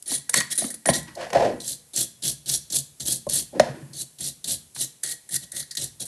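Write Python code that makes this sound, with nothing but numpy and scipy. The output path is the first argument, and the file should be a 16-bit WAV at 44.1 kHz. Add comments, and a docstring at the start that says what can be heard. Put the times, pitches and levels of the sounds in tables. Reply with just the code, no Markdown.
"""A wire brush rasps in quick strokes over a studded steel plate on a garage workbench.
Wire tips land in bunches and flick off the steel; the studs squeak, the plate rings faintly
and the bench booms under it. A few times wood or steel knocks hard, and twice the plate is
dragged and turned on the bench. Short reflections and quiet air lie behind."""
import sys
import numpy as np
from scipy import signal
from scipy.io import wavfile
from scipy.ndimage import uniform_filter1d

SR = 44100
rng = np.random.default_rng(int(sys.argv[2]) if len(sys.argv) > 2 else 0)


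def file_out(sig):
    """Save sig as 16-bit WAV at sys.argv[1]."""
    # one column per channel
    cols = np.atleast_2d(sig).T
    # limit, then scale
    lim = np.clip(cols, -1, 1)
    pcm = np.round(lim * 32767).astype(np.int16)
    wavfile.write(sys.argv[1], SR, pcm)


N = 267676


# start_s, land_db (re peak), rise_s, fall_s, peak_db, push_db, shake_db, bright_db, boom_hz, squeak_db
# push, shake and squeak are relative to the rasp
BRUSH_STROKES = [(0.058, -19, 0.079, 0.068, -22, -21, -23, -2.5, 306, -4.5),
                 (0.333, -6, 0.04, 0.071, -19, -15.5, -11, -26, 296, -9.5),
                 (0.501, -22, 0.019, 0.032, -22.5, -26, -18.5, -2.5, 480, -3),
                 (0.577, 3, .04, 0.12, -30, -11.5, -19, 4, 330, 2),
                 (0.857, -19.5, 0.047, 0.01, -22, -2.5, -11.5, -17, 604, 2),
                 (0.926, -15, 0.017, 0.074, -21, -13.5, -17.5, -2.5, 280, -13),
                 (1.598, -13, 0.09, 0.09, -33, -17, -40, 6.5, 220, -29),
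                 (1.934, -18, 0.058, 0.08, -21.5, -20, -37.5, 2, 300, -28.5),
                 (2.221, -13, 0.051, 0.073, -21.5, -16.5, -36, 5, 175, -24),
                 (2.459, -10.5, 0.064, 0.081, -21.5, -19.5, -43, 4.5, 192, -30.5),
                 (2.7, -17.5, 0.062, 0.052, -24, -14.5, -48.5, 7.5, 200, -27),
                 (2.998, -12, 0.004, 0.061, -30, -11, -28, 4, 165, -34),
                 (3.053, -14, 0.032, 0.11, -23.5, -14.5, -43, 9, 212, -25),
                 (3.289, -8.5, 0.08, 0.088, -24, -15.5, -33, 4.5, 203, -30),
                 (3.93, -14, 0.066, 0.064, -33, -16, -31.5, 4, 192.4, -32),
                 (4.19, -21.5, 0.063, 0.077, -26, -17, -30, 4.5, 200, -29),
                 (4.441, -18, 0.073, 0.066, -26, -15, -38, 5, 190, -30.5),
                 (4.75, -12, 0.057, 0.079, -27, -18, -31, 4.5, 240, -30),
                 (5.031, -2, 0.067, 0.064, -31, -17.5, -14, 6, 400, -16),
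                 (5.288, -20, 0.071, 0.02, -33, -11.5, -15.5, 9.5, 157, 0),
                 (5.406, -27, 0.037, 0.01, -36.5, -13.5, -25, -7, 158, -31),
                 (5.519, -28, 0.067, 0.055, -30.5, -13.5, -14.5, 6, 174, -19.5),
                 (5.773, 0.5, 0.057, 0.068, -29, -14, -28.5, 0, 186, -31.5),
                 (5.998, -1, 0.017, 0.05, -30.5, -12, -37.5, 0, 198, -18.5)]
def strokes():
    """Each stroke lands, swells to full pressure and lifts off, brightening as it goes."""
    lift_db, brighten_db = -39, 18
    level, push, shake, squeak = np.zeros((4, N))
    bright, boom_hz = np.ones(N), np.full(N, 200.)
    for start, land_db, rise, fall, peak_db, push_db, shake_db, bright_db, hz, squeak_db in BRUSH_STROKES:
        part, t = span(start, rise + fall)
        rising_db = land_db * abs(1 - t / rise) ** 2.13
        falling_db = lift_db * abs((t - rise) / fall) ** 2.16
        swell_db = np.where(t < rise, rising_db, falling_db)
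        level[part] = gain_of(peak_db + swell_db)
        push[part] = gain_of(push_db - 0.48 * swell_db)  # bench and plate follow only part of the swell
        shake[part] = gain_of(shake_db - 0.27 * swell_db)
        bright[part] = gain_of(bright_db + brighten_db * (t / (rise + fall) - .5))
        boom_hz[part] = hz
        shake[part.stop:] = gain_of(shake_db)  # the grip stays
        squeak[part.start:] = gain_of(squeak_db)
    return uniform_filter1d(level, size=60), push, shake, bright, boom_hz, squeak


# Wire on steel: freq_hz, density_db
RASP_SPECTRUM = [(530, -53.5), (900, -39), (1210, -24.5), (1710, -12), (2420, -21), (4170, -1.5),
                 (5440, -6.5), (5820, -3), (10400, 1.5), (11800, -4), (12800, -17), (16600, -50.5),
                 (22000, -120)]
def brush():
    """Thousands of wire tips flick off the steel; the same stroke shakes plate and bench."""
    level, push, shake, bright, boom_hz, _ = strokes()
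    flicks = clicks(per_s=13000, spread_db=0.5, clump_db=2.8, clump_s=0.0062)
    force = level * flicks
    rasp = coloured(wire_tips(force), RASP_SPECTRUM)
    dull = lowpass(rasp, 7000)
    rasp = dull + bright * (rasp - dull)  # a steeper brush sounds brighter
    plate_force = (level + gain_of(-9.5) * slap_force()) * flicks * shake
    steel = plate(plate_force) + edges(force * gain_of(-17.5))
    return gain_of(-5) * rasp + steel + bench(force * push, boom_hz, octaves=1.0, floor_db=-3)


def wire_tips(force):
    """Each click frees a wire tip, which rings a few cycles at its own pitch."""
    wire = rng.integers(0, 24, N // 40 + 1).repeat(40)[:N]  # neighbours in a tuft let go together
    pitches_hz = np.geomspace(2500, 13000, 24)
    rings = sum(rubbed(force * (wire == k), [(hz, 0, 14 / hz)]) for k, hz in enumerate(pitches_hz))
    return force + 0.66 * rings


# Bristle bunches hitting an edge or stud: start_s, level_db, pitch_hz, t60_s
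BRISTLE_SLAPS = [(0.0244, -11, 9400, 0.011), (0.0764, -15, 9600, 0.021), (0.2942, -2.5, 9000, 0.02),
                 (0.341, 12, 7800, 0.01), (0.4016, -5.5, 6550, 0.027), (0.5152, -35, 9900, 0.069),
                 (0.552, -20, 9570, 0.09), (0.5811, -10.5, 9000, 0.085), (0.701, -21, 9650, 0.083),
                 (0.7407, -19.5, 9800, 0.045), (0.8575, -5, 7500, 0.017), (0.9315, -15, 3900, 0.075),
                 (1.027, -31, 8000, 0.048), (1.151, -25, 4500, 0.033), (1.602, -17, 4000, 0.025),
                 (1.6769, -10, 7680, 0.03), (1.729, -18.5, 4180, 0.032), (1.938, -23, 9200, 0.027),
                 (1.96, -10.5, 7500, 0.036), (2.224, -19, 3920, 0.032), (2.4583, -34, 9710, 0.03),
                 (2.7, -19.5, 5880, 0.041), (2.721, -12.5, 7440, 0.036), (3.0021, -16, 3860, 0.039),
                 (3.0614, -6.5, 8980, 0.018), (3.265, -34, 9250, 0.049), (3.296, -3, 10600, 0.016),
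                 (3.332, -13, 10700, 0.14), (3.932, -28.5, 4745, 0.049), (4.185, -26, 3330, 0.037),
                 (4.205, -20.5, 10800, 0.04), (4.4417, -12, 3900, 0.032), (4.746, -27.5, 9300, 0.041),
                 (5.033, -9.5, 8900, 0.039), (5.29, -20.5, 8800, 0.022), (5.3403, -6, 9500, 0.022),
                 (5.3588, -12.5, 8700, 0.035), (5.5174, -17.5, 9100, 0.032), (5.5866, -30, 9140, 0.028),
                 (5.625, -27, 4000, 0.047), (5.708, -22.5, 4840, 0.083), (5.7506, -13.5, 6500, 0.021),
                 (5.769, -12, 3580, 0.05), (5.8387, -11.5, 8980, 0.032), (6.002, -17, 9530, 0.033),
                 (6.053, -23, 9400, 0.07)]
def slaps():
    """Each bunch is a sudden spray of tips, part of it around one pitch."""
    out, t = np.zeros(N + 4000), np.arange(4000) / SR
    sprays = coloured(rng.standard_normal(len(BRISTLE_SLAPS) * 4000), RASP_SPECTRUM).reshape(-1, 4000)
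    for (start, db, hz, t60), spray in zip(BRISTLE_SLAPS, sprays):
        band = signal.lfilter(*signal.iirpeak(hz, 3.5, SR), spray)
        envelope = gain_of(db - 10 - 60 * t / t60) * np.minimum(t / 0.0039, 1)
        out[round(start * SR):][:4000] += envelope * (0.9 * spray + unit_rms(band))
    return out[:N]


def slap_force():
    """Each slap gives the steel a fast-dying shove."""
    out, t = np.zeros(N + 4000), np.arange(4000) / SR
    for start, db, _, t60 in BRISTLE_SLAPS:
        out[round(start * SR):][:4000] += gain_of(db - 60 * t / t60)
    return out[:N]


# Stud resonances: pitch_hz, level_db, t60_s
STUD_MODES = [(9698, 0, .03), (9450, -6, .022), (9900, -8, .022)]
def studs():
    """Clumps of tips catch the studs, which ring high and short."""
    level, *_, squeak = strokes()
    pressure = (level + gain_of(-17.5) * slap_force()) * squeak
    catches = clicks(per_s=3000, spread_db=2.5, clump_db=4, clump_s=.008)
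    return rubbed(pressure * catches, STUD_MODES)


# Steel edge resonances: pitch_hz, level_db, t60_s
EDGE_MODES = [(3350, -3, .04), (3978, 0, .05), (4450, -2, .035), (5820, -4, .03), (6500, -4, .03),
              (7450, -2, .03), (8400, -3, .03)]
def edges(force):
    """The brush passes one edge after another, so each mode sings only now and then."""
    t, chance = np.arange(N) / SR, rng.standard_normal((len(EDGE_MODES), 130))
    nearness_db = [4.5 * np.interp(t, np.arange(130) * .05, row) for row in chance]
    return sum(rubbed(force * gain_of(mode[1] + db), [mode]) for db, mode in zip(nearness_db, EDGE_MODES))


# Plate resonances, short and long: pitch_hz, level_db, t60_s
PLATE_MODES = [(1606, -11, .03), (1770, -4, .035), (1902, 0, .07), (2030, -8, .025)]
LOOSE_MODES = [(1936, -8, .8)]
GRIP_S = 1.6
def plate(force):
    """The short modes always answer; the long one is driven only until a hand grips the plate."""
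    loose = np.arange(N) < GRIP_S * SR
    return rubbed(force, PLATE_MODES) + rubbed(force * gain_of(-25.5) * loose, LOOSE_MODES)


# Wooden top resonances: pitch_hz, level_db, t60_s
BENCH_MODES = [(71, 15, 0.11), (140.1, 10, 0.073), (158, -10, 0.083), (233, -1.5, 0.15), (267.2, 2.5, 0.05),
               (313.7, 0.5, 0.038), (320, -1, 0.015), (480, -4, 0.14), (576.4, 2.5, 0.039),
               (612.3, 0.5, 0.057), (672, 5.5, 0.031), (745, -3, 0.021), (838, -21.5, 0.02),
               (1063, -10.5, .05)]
def bench(force, boom_hz, octaves, floor_db):
    """The bench top booms; modes near boom_hz answer most, as grip and contact change."""
    weights = [gain_of(db) * bench_weight(hz, boom_hz, octaves, floor_db) for hz, db, _ in BENCH_MODES]
    total = np.sqrt(sum(w ** 2 for w in weights))
    return sum(rubbed(force * w / total, [mode]) for w, mode in zip(weights, BENCH_MODES))


def bench_weight(hz, boom_hz, octaves, floor_db):
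    """A mode answers fully near boom_hz, and a little everywhere but in the deep bass."""
    peak = gain_of(-6 * (np.log2(hz / boom_hz) / octaves) ** 2)
    return peak + gain_of(floor_db) * min(hz / 250, 1) ** 1.8


# Blows on wood or steel: start_s, bench_db, crack_db, plate_db, boom_hz; each level on its own scale
HARD_KNOCKS = [(0.116, -27, -30, -39.5, 286), (0.292, -40, -19.5, -30.5, 417), (0.341, -35, -2, -58.5, 444),
               (0.407, -52, -7.5, -35, 400), (0.619, -23.5, -24, -42.5, 680),
               (0.642, -24.5, -17.5, -48, 260), (0.739, -41, -35, -52, 322),
               (0.856, -23, -14.5, -36.5, 700), (0.888, -7, -2.5, -20.5, 679), (1.265, -27, -48, -68, 690),
               (1.303, -33, -18, -78, 490), (1.331, -17.5, -10, -24, 713), (3.267, -21, -38.5, -52, 563),
               (3.547, -30, -55.5, -46.5, 500), (3.597, 0, 6, -23, 610), (3.69, -28, -60, -70, 140),
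               (3.82, -35, -60, -70, 148), (3.895, -40.5, -60, -73, 140), (3.948, -52.5, -60, -70, 144.6),
               (4.763, -49.5, -21.5, -43.5, 392)]
def knocks():
    """A brief rough blow rings bench and plate, with a short crack on top."""
    out, t = np.zeros(N + SR), np.arange(SR) / SR
    for start, bench_db, crack_db, plate_db, boom_hz in HARD_KNOCKS:
        noise = rng.standard_normal(SR)
        blow = (noise * gain_of(-60 * t / 0.014))[:2000]
        wood = sum(ring(m) * bench_weight(m[0], boom_hz, octaves=0.11, floor_db=-17) for m in BENCH_MODES)
        steel = sum(map(ring, PLATE_MODES + LOOSE_MODES if start < GRIP_S else PLATE_MODES))
        thud = signal.oaconvolve(blow, wood)[:SR]
        clang = signal.oaconvolve(blow, steel)[:SR]
        crack = coloured(noise, ROUGH_SPECTRUM) * gain_of(-60 * t / 0.034)
        for part, db in (thud, bench_db), (clang, plate_db - 9), (crack, crack_db - 8):
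            out[round(start * SR):][:SR] += gain_of(db) * part / abs(part).max()
    return out[:N]


# Rough noise of drags, knock cracks and knock tail: freq_hz, density_db
ROUGH_SPECTRUM = [(590, -30.5), (1000, -3), (1260, -11.5), (1620, -6), (3880, -15.5), (4270, -13),
                  (11100, -22.5), (12800, -34), (16600, -60), (22000, -120)]
# Drags of the plate and, in the last row, rumble and rough reverberation after the hardest knock:
# start_s, rise_s, hold_s, fade_s, rumble_db, from_hz, to_hz, rough_db (re rumble), onset_db (re rough)
RUMBLES = [(1.066, 0.017, 0.0075, 0.15, -49.5, 312, 330, 7.5, -4),
           (1.152, 0.024, 0.076, 0.12, -31, 636, 558, -5, -22),
           (1.321, 0.029, 0.12, 0.16, -14.5, 790, 312, -16.5, -0.5),
           (3.522, 0.035, 0.037, 0.015, -27.5, 440, 350, -20.5, -4),
           (3.615, 0.027, 0.045, 0.42, -33.5, 556, 155, -9, -1.5)]
def drags_and_knock_tail():
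    """The bench rumbles with rough noise on top, as the plate is dragged or the hardest knock dies away."""
    sag_db, fade_db, build_s = -3.5, -38, 0.056
    level, rough_gain, boom_hz = np.zeros(N), np.zeros(N), np.full(N, 300.)
    for start, rise, hold, fade, rumble_db, from_hz, to_hz, rough_db, onset_db in RUMBLES:
        part, t = span(start, rise + hold + fade)
        corners_s = np.cumsum([0, rise, hold, fade])
        decay_db = np.interp(t, corners_s, [0, 0, sag_db, fade_db])
        level[part] = np.minimum(t / rise, 1) * gain_of(rumble_db + decay_db)
        rough_gain[part] = gain_of(rough_db + onset_db * np.maximum(1 - t / build_s, 0))
        boom_hz[part] = from_hz * (to_hz / from_hz) ** (t / corners_s[-1])
    force = level * clicks(per_s=4000, spread_db=1.0, clump_db=-1.5, clump_s=0.0097)
    rough = force * rough_gain
    dull = lowpass(coloured(rough, ROUGH_SPECTRUM), 7530)
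    return bench(force, boom_hz, octaves=0.4, floor_db=-14.5) + dull + plate(rough * gain_of(-14.5))


# Room decay: freq_hz, t60_s
GARAGE_DECAY = [(100, 1), (400, 0.17), (1500, 0.51), (5000, 0.33), (12000, 0.27)]
def garage(x):
    """Sparse reflections of random sign, each band dying at its own speed."""
    taps = np.zeros(SR // 2)
    slots = np.arange(200, len(taps) - 20, 20)
    taps[slots + rng.integers(0, 20, len(slots))] = rng.choice([-1., 1.], len(slots))
    hz, t, bands = signal.stft(taps, SR, nperseg=256)
    decay = gain_of(-60 * t / value_at(GARAGE_DECAY, hz)[:, None])
    tail = signal.istft(bands * decay, SR, nperseg=256)[1]
    return convolved(x, tail)


# Room noise: freq_hz, density_db
AIR_SPECTRUM = [(12, -47.5), (20, -15.5), (136, -7.5), (556, -12.5), (1320, -20), (4000, -17.5),
                (5250, -15.5), (9510, -8.5), (11500, -9), (12800, -28.5), (16600, -69), (22000, -120)]
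def air():
    """The steady, quiet hiss of the garage."""
    return gain_of(-57) * coloured(rng.standard_normal(N), AIR_SPECTRUM)


def clicks(per_s, spread_db, clump_db, clump_s):
    """Random clicks, a few of them large, swelling in clumps."""
    size = gain_of(spread_db * np.minimum(rng.exponential(1, N), 5)) * rng.choice([-1., 1.], N)
    clumps = unit_rms(signal.lfilter([1], [1, -np.exp(-1 / (clump_s * SR))], rng.standard_normal(N)))
    hits = rng.random(N) < per_s / SR
    return unit_rms(size * hits * gain_of(clump_db * clumps))


def ring(mode):
    """One dying sine that swells over its first cycles."""
    hz, db, t60 = mode
    t = np.arange(SR) / SR
    swell = 1 - np.exp(-(t * hz / 1.734) ** 2)
    return swell * gain_of(db - 60 * t / t60) * np.sin(2 * np.pi * hz * t)


def rubbed(force, modes):
    """A rough force rings all modes."""
    body = sum(ring(mode) / np.sqrt(mode[2]) for mode in modes)
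    longest_s = max(mode[2] for mode in modes)
    return convolved(force, body[:round(longest_s * SR)])


def coloured(x, spectrum):
    """Minimum-phase filter: a click stays a click."""
    hz = abs(np.fft.fftfreq(4096, 1 / SR))
    log_gain = np.log(gain_of(np.maximum(value_at(spectrum, hz), -100)))
    response = np.exp(np.conj(signal.hilbert(log_gain)))
    return convolved(x, np.fft.ifft(response).real[:2048])


def convolved(x, taps):
    """Filters with taps scaled to unit energy."""
    return signal.oaconvolve(x, taps / np.linalg.norm(taps))[:len(x)]


def lowpass(x, hz):
    return signal.sosfilt(signal.butter(1, hz, fs=SR, output="sos"), x)


def value_at(table, hz):
    freq_hz, value = np.transpose(table)
    return np.interp(np.log(hz + 1), np.log(freq_hz + 1), value)


def span(start_s, length_s):
    """Sample slice of an event and the time since its start."""
    part = slice(round(start_s * SR), min(round((start_s + length_s) * SR), N))
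    return part, np.arange(part.stop - part.start) / SR


def gain_of(db):
    return 10 ** (np.asarray(db) / 20)


def unit_rms(x):
    return x / np.sqrt(np.mean(abs(x) ** 2) + 1e-20)


def scene():
    """Work at the bench, its reflections and the air, in mono."""
    near = brush() + studs() + slaps() + knocks() + drags_and_knock_tail()
    return (near + air() + gain_of(-12) * garage(near))[None]


def record(dry):
    """A small microphone drops the deep bass, clips at full scale and cuts the top treble."""
    thin = signal.sosfilt(signal.butter(2, 45, "high", fs=SR, output="sos"), dry)
    band_limit = signal.firwin(255, 12950, window=("kaiser", 7), fs=SR)
    return signal.oaconvolve(np.clip(thin, -1, 1), band_limit[None], "same")


dry = scene()
out = record(dry)
file_out(out)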